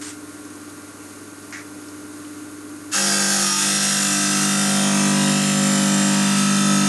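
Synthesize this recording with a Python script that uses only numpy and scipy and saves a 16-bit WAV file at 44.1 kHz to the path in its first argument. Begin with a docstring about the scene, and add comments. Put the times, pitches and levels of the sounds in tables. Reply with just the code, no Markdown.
"""A bridge saw for stone hums in a workshop, its blade spinning free in the hiss of cooling water.
Two short spurts of air and water escape a valve, and a few drops tick on the wet table.
Near 3 s the blade crunches into the slab: each turn of its rim repeats nearly the same scrape,
a harsh buzz in a hiss of grit and spray. The steel rings and squeals in shifting modes,
finds its groove, and the slab drones louder as the cut deepens."""
import sys
import numpy as np
from scipy import signal
from scipy.fft import irfft
from scipy.io import wavfile
from scipy.ndimage import map_coordinates

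SR = 44100
rng = np.random.default_rng(int(sys.argv[2]) if len(sys.argv) > 2 else 0)


def store_pcm(level_fs):
    """Save levels as 16-bit WAV."""
    pcm = np.round(np.clip(level_fs, -1, 1) * 32767).astype(np.int16)
    wavfile.write(sys.argv[1], SR, np.atleast_2d(pcm).T)


N = 303408
HOP = 256
TIME = np.arange(N) / SR
FRAME_S = np.arange(N // HOP + 5) * HOP / SR
BIN_HZ = np.fft.rfftfreq(4 * HOP, 1 / SR)

FREE_HZ, LOADED_HZ = 49.92, 49.73  # blade turns per second
BITE_S = 2.912
# faders of the cut's layers: (grazing [dB], full depth [dB])
DRONE_DB, BUZZ_DB, GRIND_DB = (-27.5, -19), (-28, -27), (-20, -23)

# tone colour of the rim's scrape: (frequency [Hz], level [dB])
SCRAPE_EQ = [(1900, -47), (2050, -4), (2200, -5.5), (2600, -0.5), (3600, -2.5), (4400, -3.5), (5200, -0.5),
             (6500, -2), (7800, -4), (8700, -11), (9300, -9), (11000, -14), (12000, -27)]
# tone colour of loose grit and spray: (frequency [Hz], level [dB])
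SPRAY_EQ = [(30, -34), (70, -44), (130, -6.5), (220, 4), (400, -6.5), (600, -23), (900, -14.5),
            (1400, -5.5), (2200, -4.5), (3200, -6), (4400, -6.5), (6500, -4.5), (9000, -2), (11500, -12)]
# modes of the steel blade: (frequency [Hz], width [Hz], grazing boost [dB], full-depth boost [dB])
BLADE_MODES = [(2367, 97, -10, 3.5), (2622, 18, 7, 16.5), (2810, 93, -1.5, 6), (3040, 43, 2, 6.5),
               (3170, 90, 1.5, -1), (3270, 77, 7, 2), (3625, 82, 8.5, 8), (4150, 130, 6.5, 3.5),
               (4480, 92, 7, 1.5), (5156, 105, 10, 8), (5634, 48, 14, 9), (5850, 100, 3, 3),
               (6375, 200, 6, 7), (6640, 45, 16, 3.5), (6980, 200, 7.5, 3.5), (7300, 250, 1, 3),
               (8220, 80, 5, 9.5), (8390, 120, 6.5, 13), (9070, 190, 1.5, 6.5), (9400, 200, 5.5, 6),
               (9900, 150, 7, 9.5), (10970, 790, 7.5, 7)]
# hollows where the blade hardly radiates: (frequency [Hz], width [Hz], gain [dB])
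BLADE_HOLLOWS = [(2150, 130, -3), (2470, 70, -4), (2930, 90, -8), (3300, 70, -4), (3890, 130, -7),
                 (4280, 110, -6), (6070, 90, -3), (8700, 260, -2.5)]
# the rim catches and a tone sings out: (time [s], length [s], frequency [Hz], width [Hz], boost [dB])
RIM_SQUEALS = [(2.97, .13, 2680, 90, 12), (3.03, .1, 1193, 50, 9), (3.1, .2, 1392, 50, 7),
               (3.29, .2, 1590, 60, 3), (3.22, .3, 696, 50, 5), (3.05, .17, 5090, 110, 7),
               (3.08, .1, 5635, 90, 7), (3.13, 0.13, 4840, 110, 16), (3.26, .12, 5700, 80, 5),
               (3.51, .17, 1243, 50, 12), (3.51, 0.18, 5635, 100, 10), (3.59, .2, 895, 55, 11),
               (3.6, .14, 8490, 90, 6), (3.75, .3, 1545, 50, 3), (3.66, 0.28, 299, 50, 8),
               (3.75, .4, 249, 45, 6), (4.098, .5, 302, 50, 8.5), (3.84, .13, 5130, 130, 4),
               (3.85, .14, 8500, 90, 8), (3.95, .3, 8265, 70, 8), (3.94, .18, 6715, 90, 7),
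               (3.93, .55, 5630, 90, 6), (4.07, .17, 7000, 170, 10), (4.35, .18, 6180, 100, 12),
               (4.42, .24, 5680, 90, 7), (4.35, 0.55, 5925, 100, 8), (4.35, .5, 7270, 260, 4),
               (4.397, .5, 1335, 100, 3), (4.7, .55, 1392, 50, 8), (4.78, .3, 720, 220, 2),
               (4.76, .25, 3140, 220, 6), (5.0, .3, 1180, 90, 7), (5.3, .25, 3740, 90, 9),
               (4.75, 0.65, 9180, 160, 8), (4.9, .18, 6715, 100, 12), (5.0, .26, 6390, 140, 9),
               (5.0, 0.65, 994, 50, 7), (5.1, .7, 646, 50, 6), (5.95, .6, 845, 50, 5),
               (6.25, .8, 1640, 50, 8), (6.4, .35, 1392, 50, 6), (6.55, .6, 3630, 150, 2),
               (5.6, .34, 7280, 130, 7), (5.97, .46, 7350, 130, 6), (5.77, 1.0, 7340, 380, 8),
               (6.7, .12, 5620, 90, 6), (6.682, .7, 1292, 45, 9), (6.6, .6, 6560, 350, 5),
               (6.8, 0.28, 6650, 110, 11)]
# the slab's drone: (multiple of blade speed, grazing level [dB], full-depth level [dB])
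DRONE_PARTIALS = [(2, -49, -45), (3, -9.5, -11.5), (4, 3.5, 0.5), (5, -30.5, -10.5), (6, -16, -10.5),
                  (7, -4, -21.5), (8, -21, -21.5), (9, -7.5, -29)]
# modes of slab and frame: (frequency [Hz], width [Hz], grazing level [dB], full-depth level [dB])
SLAB_MODES = [(497, 40, -16, -23), (546, 29, -9.5, -11), (601, 45, -32, -19), (697, 75, -11, -13.5),
              (746, 40, -20, -15), (807, 33, -10, -19.5), (875, 75, -16.5, -21), (945, 44, -22, -12.5),
              (995, 40, -24, -18.5), (1140, 56, -24, -15.5), (1296, 110, -7, -11.5), (1370, 32, -5, -21),
              (1570, 63, -3, -9.5), (2010, 840, -18, -16)]
# the blade damps the slab's low modes: (time [s], length [s], frequency [Hz], width [Hz], gain [dB])
SLAB_DAMPS = [(3.3, .45, 149, 45, -3), (3.57, 0.16, 190, 70, -4.5), (3.55, .17, 590, 340, -10),
              (3.5, .35, 447, 45, -3), (3.73, .08, 950, 180, -8), (4.0, .9, 555, 53, -8),
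              (4.05, 0.6, 410, 110, -6), (3.85, .7, 830, 130, -6), (4.25, 1.1, 944, 50, -7),
              (4.85, .7, 1050, 70, -9), (4.95, .7, 1445, 50, -7), (6.05, .65, 497, 45, -9),
              (6.05, .4, 795, 50, -8), (6.25, 1.0, 1590, 50, -6), (6.6, .55, 720, 150, -4)]
# the stone resists more, or gives way: (time [s], length [s], push [dB])
LOAD_SURGES = [(3.226, 0.22, 1), (3.91, 0.4, -0.5), (5.463, 0.19, -2.5), (6.724, 0.11, 2)]
# the blade chips the edge: (time [s], length [s], frequency [Hz], width [Hz], level [dB])
EDGE_CHIPS = [(2.955, 0.09, 1500, 600, -28.5), (2.97, 0.062, 7000, 3500, -34), (3.352, 0.061, 630, 80, -41),
              (3.358, 0.076, 1450, 450, -47)]
# tones of the motors and the free blade: (frequency [Hz], level [dB])
MOTOR_TONES = [(99.9, -53), (199.9, -62), (246.3, -59), (249.5, -59), (281.4, -46.5), (289.2, -67),
               (299.6, -38.5), (318.0, -52.5), (349.5, -61), (364, -62), (417.9, -53), (599.1, -60),
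               (1135.4, -62), (1248.3, -66), (1398.0, -53), (1447.8, -62), (1497.9, -62), (1547.7, -56.5)]
# spurts of air and water:
# (time [s], length [s], level [dB], fade [dB/s], treble peak [Hz], spit pitch [Hz], spit boost [dB])
VALVE_SPURTS = [(0.013, 0.089, -35, 6, 7200, 1800, -0.5), (1.525, 0.082, -32, 103, 5700, 1970, 17.5)]
# tone colour of a spurt: (multiple of its treble peak, level [dB])
SPURT_EQ = [(.05, -30), (.13, -9), (.22, -1), (.35, -7), (.55, -6.5), (.8, -4.5), (1, -1.5), (1.2, -2),
            (1.4, -12), (1.8, -22)]
# tone colour of cooling water and workshop air: (frequency [Hz], level [dB])
WATER_EQ = [(18, -76), (32, -60), (86, -19), (229, -6.5), (294, -6), (350, -4), (536, -13), (821, -16.5),
            (1420, -17), (1700, -16.5), (2870, -22), (3280, -25), (4000, -22.5), (6410, -22), (9340, -19),
            (12000, -24.5), (15600, -61), (22000, -120)]
# bands in which the water nozzle sings: (frequency [Hz], width [Hz], boost [dB])
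NOZZLE_BANDS = [(1150, 240, 7), (6560, 690, 5.5), (8370, 170, 6), (9540, 390, 4), (11060, 700, 4.5)]
# larger drops of cooling water: (time [s], frequency [Hz], level [dB])
WATER_DRIPS = [(0.555, 6000, -43), (1.885, 5500, -43), (2.248, 2800, -45)]


def cutting(grazing_share=0.49, deep_share=0.53):
    """The blade bites: the rim scrapes, grit and water spray, and the slab shakes."""
    turns = np.cumsum(blade_speed(TIME)) / SR
    depth = sunk(FRAME_S)[:, None]
    scrape_share = grazing_share + sunk(TIME) * (deep_share - grazing_share)
    # random peaks and hollows come and go, strongest around 2-5 kHz
    patchy_db = patches(seconds=.2, width_hz=90) * (1 + 2.3 * bell(BIN_HZ, 3300, 3000))
    grind = np.sqrt(scrape_share) * scrape(turns, depth, patchy_db)
    grind += np.sqrt(1 - scrape_share) * spray(turns, depth, patchy_db)
    grind *= load_gain(GRIND_DB, TIME, push_share=0.08)
    contact = ramp(TIME, BITE_S, 0.033)
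    return contact * (slab_shaking(turns, depth) + chips() + rumble() + grind)


def scrape(turns, depth, patchy_db, wear_s=0.29, chatter_s=0.024, sweep_hz=3300, lock_db=15, count=242):
    """The diamond segments repeat their scrape every turn; it changes slowly as the contact shifts."""
    hz = np.arange(1, count + 1) * LOADED_HZ
    lasting = 0.45 * (1 + depth) / 2 * np.exp(2j * np.pi * rng.random(count))
    wear = drift(wear_s, count)
    # a proud segment strikes; the steel spreads the blow
    strike = 0.41 * np.exp(1j * np.pi * hz ** 2 / (sweep_hz * LOADED_HZ))
    jitter = 0.38 + 0.05 * seated(FRAME_S)[:, None]
    chatter = jitter * hz / 6000 * drift(chatter_s, count)  # smears the high partials most
    rim = lasting + wear + strike + chatter
    boost_db = blade_ringing(hz)
    locked = np.clip(boost_db / lock_db, 0, 1) ** 2  # partials on a strongly ringing mode hold steady
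    rim /= (abs(rim) + 1e-9) ** locked
    tilt_db = 3 * (1 - depth) * np.log2(hz / 5000)
    db = boost_db + (1 - locked) * patchy_db[:, np.searchsorted(BIN_HZ, hz)] + tilt_db
    return spin(levelled(colour(SCRAPE_EQ, hz) * amp(db) * rim), turns)


def spray(turns, depth, patchy_db, ring_share=0.69, flicker_db=1.23):
    """Grit and water fly off the rim in surges, brighter and crunchier while the cut is shallow."""
    open_db = (1 - depth) * (4 * bell(BIN_HZ, 9100, 8700) + 3 * bell(BIN_HZ, 1900, 710))
    thin_db = -9 * (1 - depth ** 2) * bell(BIN_HZ, 310, 450)
    db = ring_share * blade_ringing(BIN_HZ) + patchy_db + open_db + thin_db
    shape = levelled(colour(SPRAY_EQ, BIN_HZ) * amp(db))
    hiss = noise(shape * amp(slab_damping(BIN_HZ) + flicker_db * drift(0.02).real))
    angle = 2 * np.pi * turns
    return hiss * (1 + 0.078 * np.cos(angle) + 0.11 * np.cos(2 * angle))


def blade_ringing(hz, skating_waver=0.0022, seated_waver=.0012, flutter=0.2):
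    """A moving EQ in dB: the steel's wavering modes, the hollows between them and the squeals."""
    t = FRAME_S[:, None]
    waver = skating_waver + (seated_waver - skating_waver) * seated(t)
    wanders = drift(0.063, len(BLADE_MODES)).T[:, :, None]
    modes = 0
    for (f, width, grazing, deep), wander in zip(BLADE_MODES, wanders):
        boost_db = (grazing + (deep - grazing) * sunk(t)) * (1 + flutter * wander.imag)
        modes += boost_db * bell(hz, f * (1 + waver * wander.real), width)
    hollows = sum(db * bell(hz, f, width) for f, width, db in BLADE_HOLLOWS)
    squeals = sum(db * held(t, s, length) * bell(hz, f, width) for s, length, f, width, db in RIM_SQUEALS)
    return modes + hollows + squeals


def slab_shaking(turns, depth, rasp_s=4.6, build_s=0.084, count=40):
    """The uneven rim pushes the slab as it turns: a drone and a buzz that steady as the cut deepens."""
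    order = np.arange(1, count + 1)
    hz = order * LOADED_HZ
    low = hz < 450
    sway_db = (1 - depth) * curve(DRONE_PARTIALS, order) + depth * curve(DRONE_PARTIALS, order, column=2)
    db = np.where(low, sway_db, slab_response(hz, depth)) + blade_ringing(hz)
    looseness = np.where(low, .35, 1)  # the heavy low modes are the steadiest
    roughness = looseness * (0.64 - 0.19 * depth)
    # midway the upper partials pull closer into step: one hard rasp a turn
    rasping = 0.23 * bell(FRAME_S, rasp_s, 1.7)[:, None] * (hz > 1100)
    # the wobbling blade sways and knocks the slab; the hall scatters the knocks
    scatter = (1 - rasping) * 1.48 * looseness * rng.standard_normal(count)
    phases = np.exp(1j * (np.pi / 2 * order ** 2 * low + scatter))
    unsteady = 1 + roughness * (drift(0.25, count) + .5 * drift(0.014, count))
    partials = amp(db) * phases * unsteady
    t = FRAME_S[:, None]
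    drone = load_gain(DRONE_DB, t, push_share=0.61) * levelled(partials * low * (order > 1))
    buzz = load_gain(BUZZ_DB, t, push_share=1) * levelled(partials * ~low)
    age = np.maximum(t - BITE_S, 0)
    build_up = 1 - np.exp(-(age / build_s) ** 2 * hz / 200)  # low modes answer late
    return spin((drone + buzz) * build_up * amp(slab_damping(hz)), turns)


def slab_response(hz, depth, valley_db=-29):
    """Resonances of slab and frame in dB; depth shifts the weight among the modes."""
    power = sum((amp(grazing + (deep - grazing) * depth) / (1 + (2 * (hz - f) / width) ** 2)) ** 2
                for f, width, grazing, deep in SLAB_MODES)
    return 10 * np.log10(power + amp(valley_db) ** 2)


def slab_damping(hz):
    """Passing notches in dB where the advancing blade presses on the slab."""
    return sum(db * held(FRAME_S[:, None], s, length) * bell(hz, f, width)
               for s, length, f, width, db in SLAB_DAMPS)


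def blade_speed(t, slowing_s=0.3542, sag_s=3.46, sag_hz=.45):
    """Turns per second: the blade slows under load and sags once before the motor catches up."""
    return FREE_HZ + (LOADED_HZ - FREE_HZ) * ramp(t, BITE_S, slowing_s) - sag_hz * bell(t, sag_s, .22)


def sunk(t):
    """Depth of the cut, 0-1: after grazing the edge the blade sinks, quickly at first."""
    return 1 - (1 - ramp(t, start_s=3.46, length_s=1.83)) ** 2


def seated(t):
    """0 while the blade skates on the edge, 1 once it runs in its groove."""
    return ramp(t, start_s=3.7, length_s=0.18)


def load_gain(levels_db, t, push_share, load_power=3.2):
    """Fader ride for one layer of the cut: it follows the load, and its share of each surge."""
    grazing_db, deep_db = levels_db
    push_db = sum(db * bell(t, s, length) for s, length, db in LOAD_SURGES)
    return amp(grazing_db + (deep_db - grazing_db) * sunk(t) ** load_power + push_share * push_db)


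def chips():
    """The edge crumbles: short rough bursts in the slab's resonances."""
    return sum(amp(db) * held(TIME, s, length) * noise(bell(BIN_HZ, f, width))
               for s, length, f, width, db in EDGE_CHIPS)


def rumble(db=-67, lumpy_db=10):
    """Faint, lumpy bass under the cut."""
    lumps = amp(lumpy_db * np.tanh(drift(0.06).real))
    return amp(db) * noise(bell(BIN_HZ, 55, 80) * lumps)


def motor_hum(waver=0.021, throb=0.2, ebb_s=1.15):
    """Motors and free blade hum; the close tones near 300 Hz beat unevenly and ebb once."""
    ebb_db = -10.5 * bell(TIME, ebb_s, 1.0)
    count = len(MOTOR_TONES)
    out = np.zeros(N)
    for (hz, db), slow, quick in zip(MOTOR_TONES, drift(0.27, count).T, drift(0.047, count).T):
        beating = bell(hz, 319, 52)
        unsteady = np.interp(TIME, FRAME_S, 1 + waver * slow + throb * beating * quick)
        tone = np.exp(2j * np.pi * (hz * TIME + rng.random()))
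        out += amp(db + ebb_db * beating) * (unsteady * tone).real
    return np.sqrt(2) * out


def spurts(rise_s=0.00073, tail_s=0.028, spit_width_hz=950, sputter_hz=85):
    """A valve lets out a sputtering hiss that loses pressure, then dies away in the hall."""
    out = np.zeros(N)
    for s, length, db, fade_db_per_s, bright_hz, spit_hz, spit_db in VALVE_SPURTS:
        age = np.maximum(TIME - s, 0)
        gate = ramp(TIME, s, rise_s) * np.exp(-np.maximum(age - length, 0) / tail_s)
        sputter = 1 + 0.17 * np.cos(2 * np.pi * sputter_hz * age)
        shape = amp(curve(SPURT_EQ, BIN_HZ / bright_hz) + spit_db * bell(BIN_HZ, spit_hz, spit_width_hz))
        out += amp(db - fade_db_per_s * age) * gate * sputter * noise(shape)
    return out


def drips(decay_s=0.0065):
    """Single larger drops tick on the wet table."""
    return sum(amp(db) * (TIME > s) * np.exp(-abs(TIME - s) / decay_s) * noise(bell(BIN_HZ, f, .4 * f))
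               for s, f, db in WATER_DRIPS)


def cooling_water(hiss_db=-41.5, patter_db=-59, flicker_db=.45, drops_per_s=250, decay_s=0.0049):
    """The bed: an almost steady nozzle hiss, with small drops pattering on the slab."""
    nozzle_db = sum(db * bell(BIN_HZ, f, width) for f, width, db in NOZZLE_BANDS)
    treble_db = flicker_db * drift(0.069).real * (BIN_HZ > 2000)
    hiss = noise(colour(WATER_EQ, BIN_HZ) * amp(nozzle_db + treble_db))
    drops = (rng.random(N) < drops_per_s / SR) * amp(10 * np.minimum(rng.exponential(1, N), 4))
    envelope = signal.lfilter([1], [1, -np.exp(-1 / (decay_s * SR))], drops)
    patter = envelope * noise(bell(BIN_HZ, 7100, 7900))
    return amp(hiss_db) * hiss + amp(patter_db) * unit(patter)


def spin(partials, turns, size=2048):
    """Loops one turn's waveform, built from frames x partials, at the blade's angle."""
    rim = irfft(np.pad(partials, ((0, 0), (1, 0))), size, axis=1) * size / np.sqrt(2)
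    rim = np.hstack([rim, rim[:, :1]])
    return map_coordinates(rim, [np.arange(N) / HOP, turns % 1 * size], order=1)


def patches(seconds, width_hz, ceiling=0.73):
    """Random peaks and hollows of rms 1, frames x bins, that come and go."""
    knots = drift(seconds, 400).real
    grid = np.meshgrid(np.arange(len(FRAME_S)), BIN_HZ / width_hz, indexing="ij")
    field = unit(map_coordinates(knots, grid, order=1, mode="mirror"))
    return unit(np.minimum(field, ceiling))  # hollows run deeper than peaks stand high


def drift(seconds, count=1):
    """Smooth complex random modulation, frames x count, that wanders on the given time scale."""
    white = rng.standard_normal((2 * len(FRAME_S), count, 2)) @ [1, 1j]
    rate_hz = np.fft.fftfreq(len(white), HOP / SR)[:, None]
    spectrum = np.fft.fft(white, axis=0) / (1 + (np.pi * rate_hz * seconds) ** 2)
    return unit(np.fft.ifft(spectrum, axis=0)[:len(FRAME_S)])


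def noise(shape):
    """Noise of rms 1 with the given short-time spectrum."""
    white = rng.standard_normal((len(FRAME_S), len(BIN_HZ), 2)) @ [1, 1j]
    return unit(signal.istft((white * shape).T, nperseg=4 * HOP, noverlap=3 * HOP)[1][:N])


def colour(points, hz):
    """Gain of an EQ drawn as points on a log-frequency axis."""
    f, db = np.transpose(points)
    return amp(np.interp(np.log(hz + 1), np.log(f + 1), db))


def curve(rows, x, column=1):
    """Reads a table's column along straight lines between its rows."""
    rows = np.asarray(rows, float)
    return np.interp(x, rows[:, 0], rows[:, column])


def bell(x, centre, width):
    """A hump of height 1 and the given width at half height."""
    return 2. ** -(2 * (x - centre) / width) ** 2


def held(t, middle, length):
    """A hump of height 1 with a flat top."""
    return 2. ** -(2 * (t - middle) / length) ** 4


def ramp(t, start_s, length_s):
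    """A straight fade from 0 to 1."""
    return np.clip((t - start_s) / length_s, 0, 1)


def levelled(shape):
    """Scales every frame to power 1."""
    return shape / np.sqrt((abs(shape) ** 2).sum(1, keepdims=True) + 1e-20)


def unit(x):
    """Scales to rms 1."""
    return x / np.sqrt(np.mean(abs(x) ** 2) + 1e-20)


def amp(db):
    """Decibels to gain."""
    return 10 ** (np.asarray(db) / 20)


def scene(duck_db=-6):
    """The mix: hum and water duck once the blade is under load; both channels are alike."""
    idle = (motor_hum() + cooling_water()) * amp(duck_db * ramp(TIME, BITE_S, 0.12))
    return np.tile(idle + drips() + spurts() + cutting(), (2, 1))


def record(dry, cutoff_hz=12040):
    """A steep low-pass takes off the top treble."""
    taps = signal.firwin(1023, cutoff_hz, window=("kaiser", 9), fs=SR)
    return signal.oaconvolve(dry, taps[None], "same")


dry = scene()
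out = record(dry)
store_pcm(out)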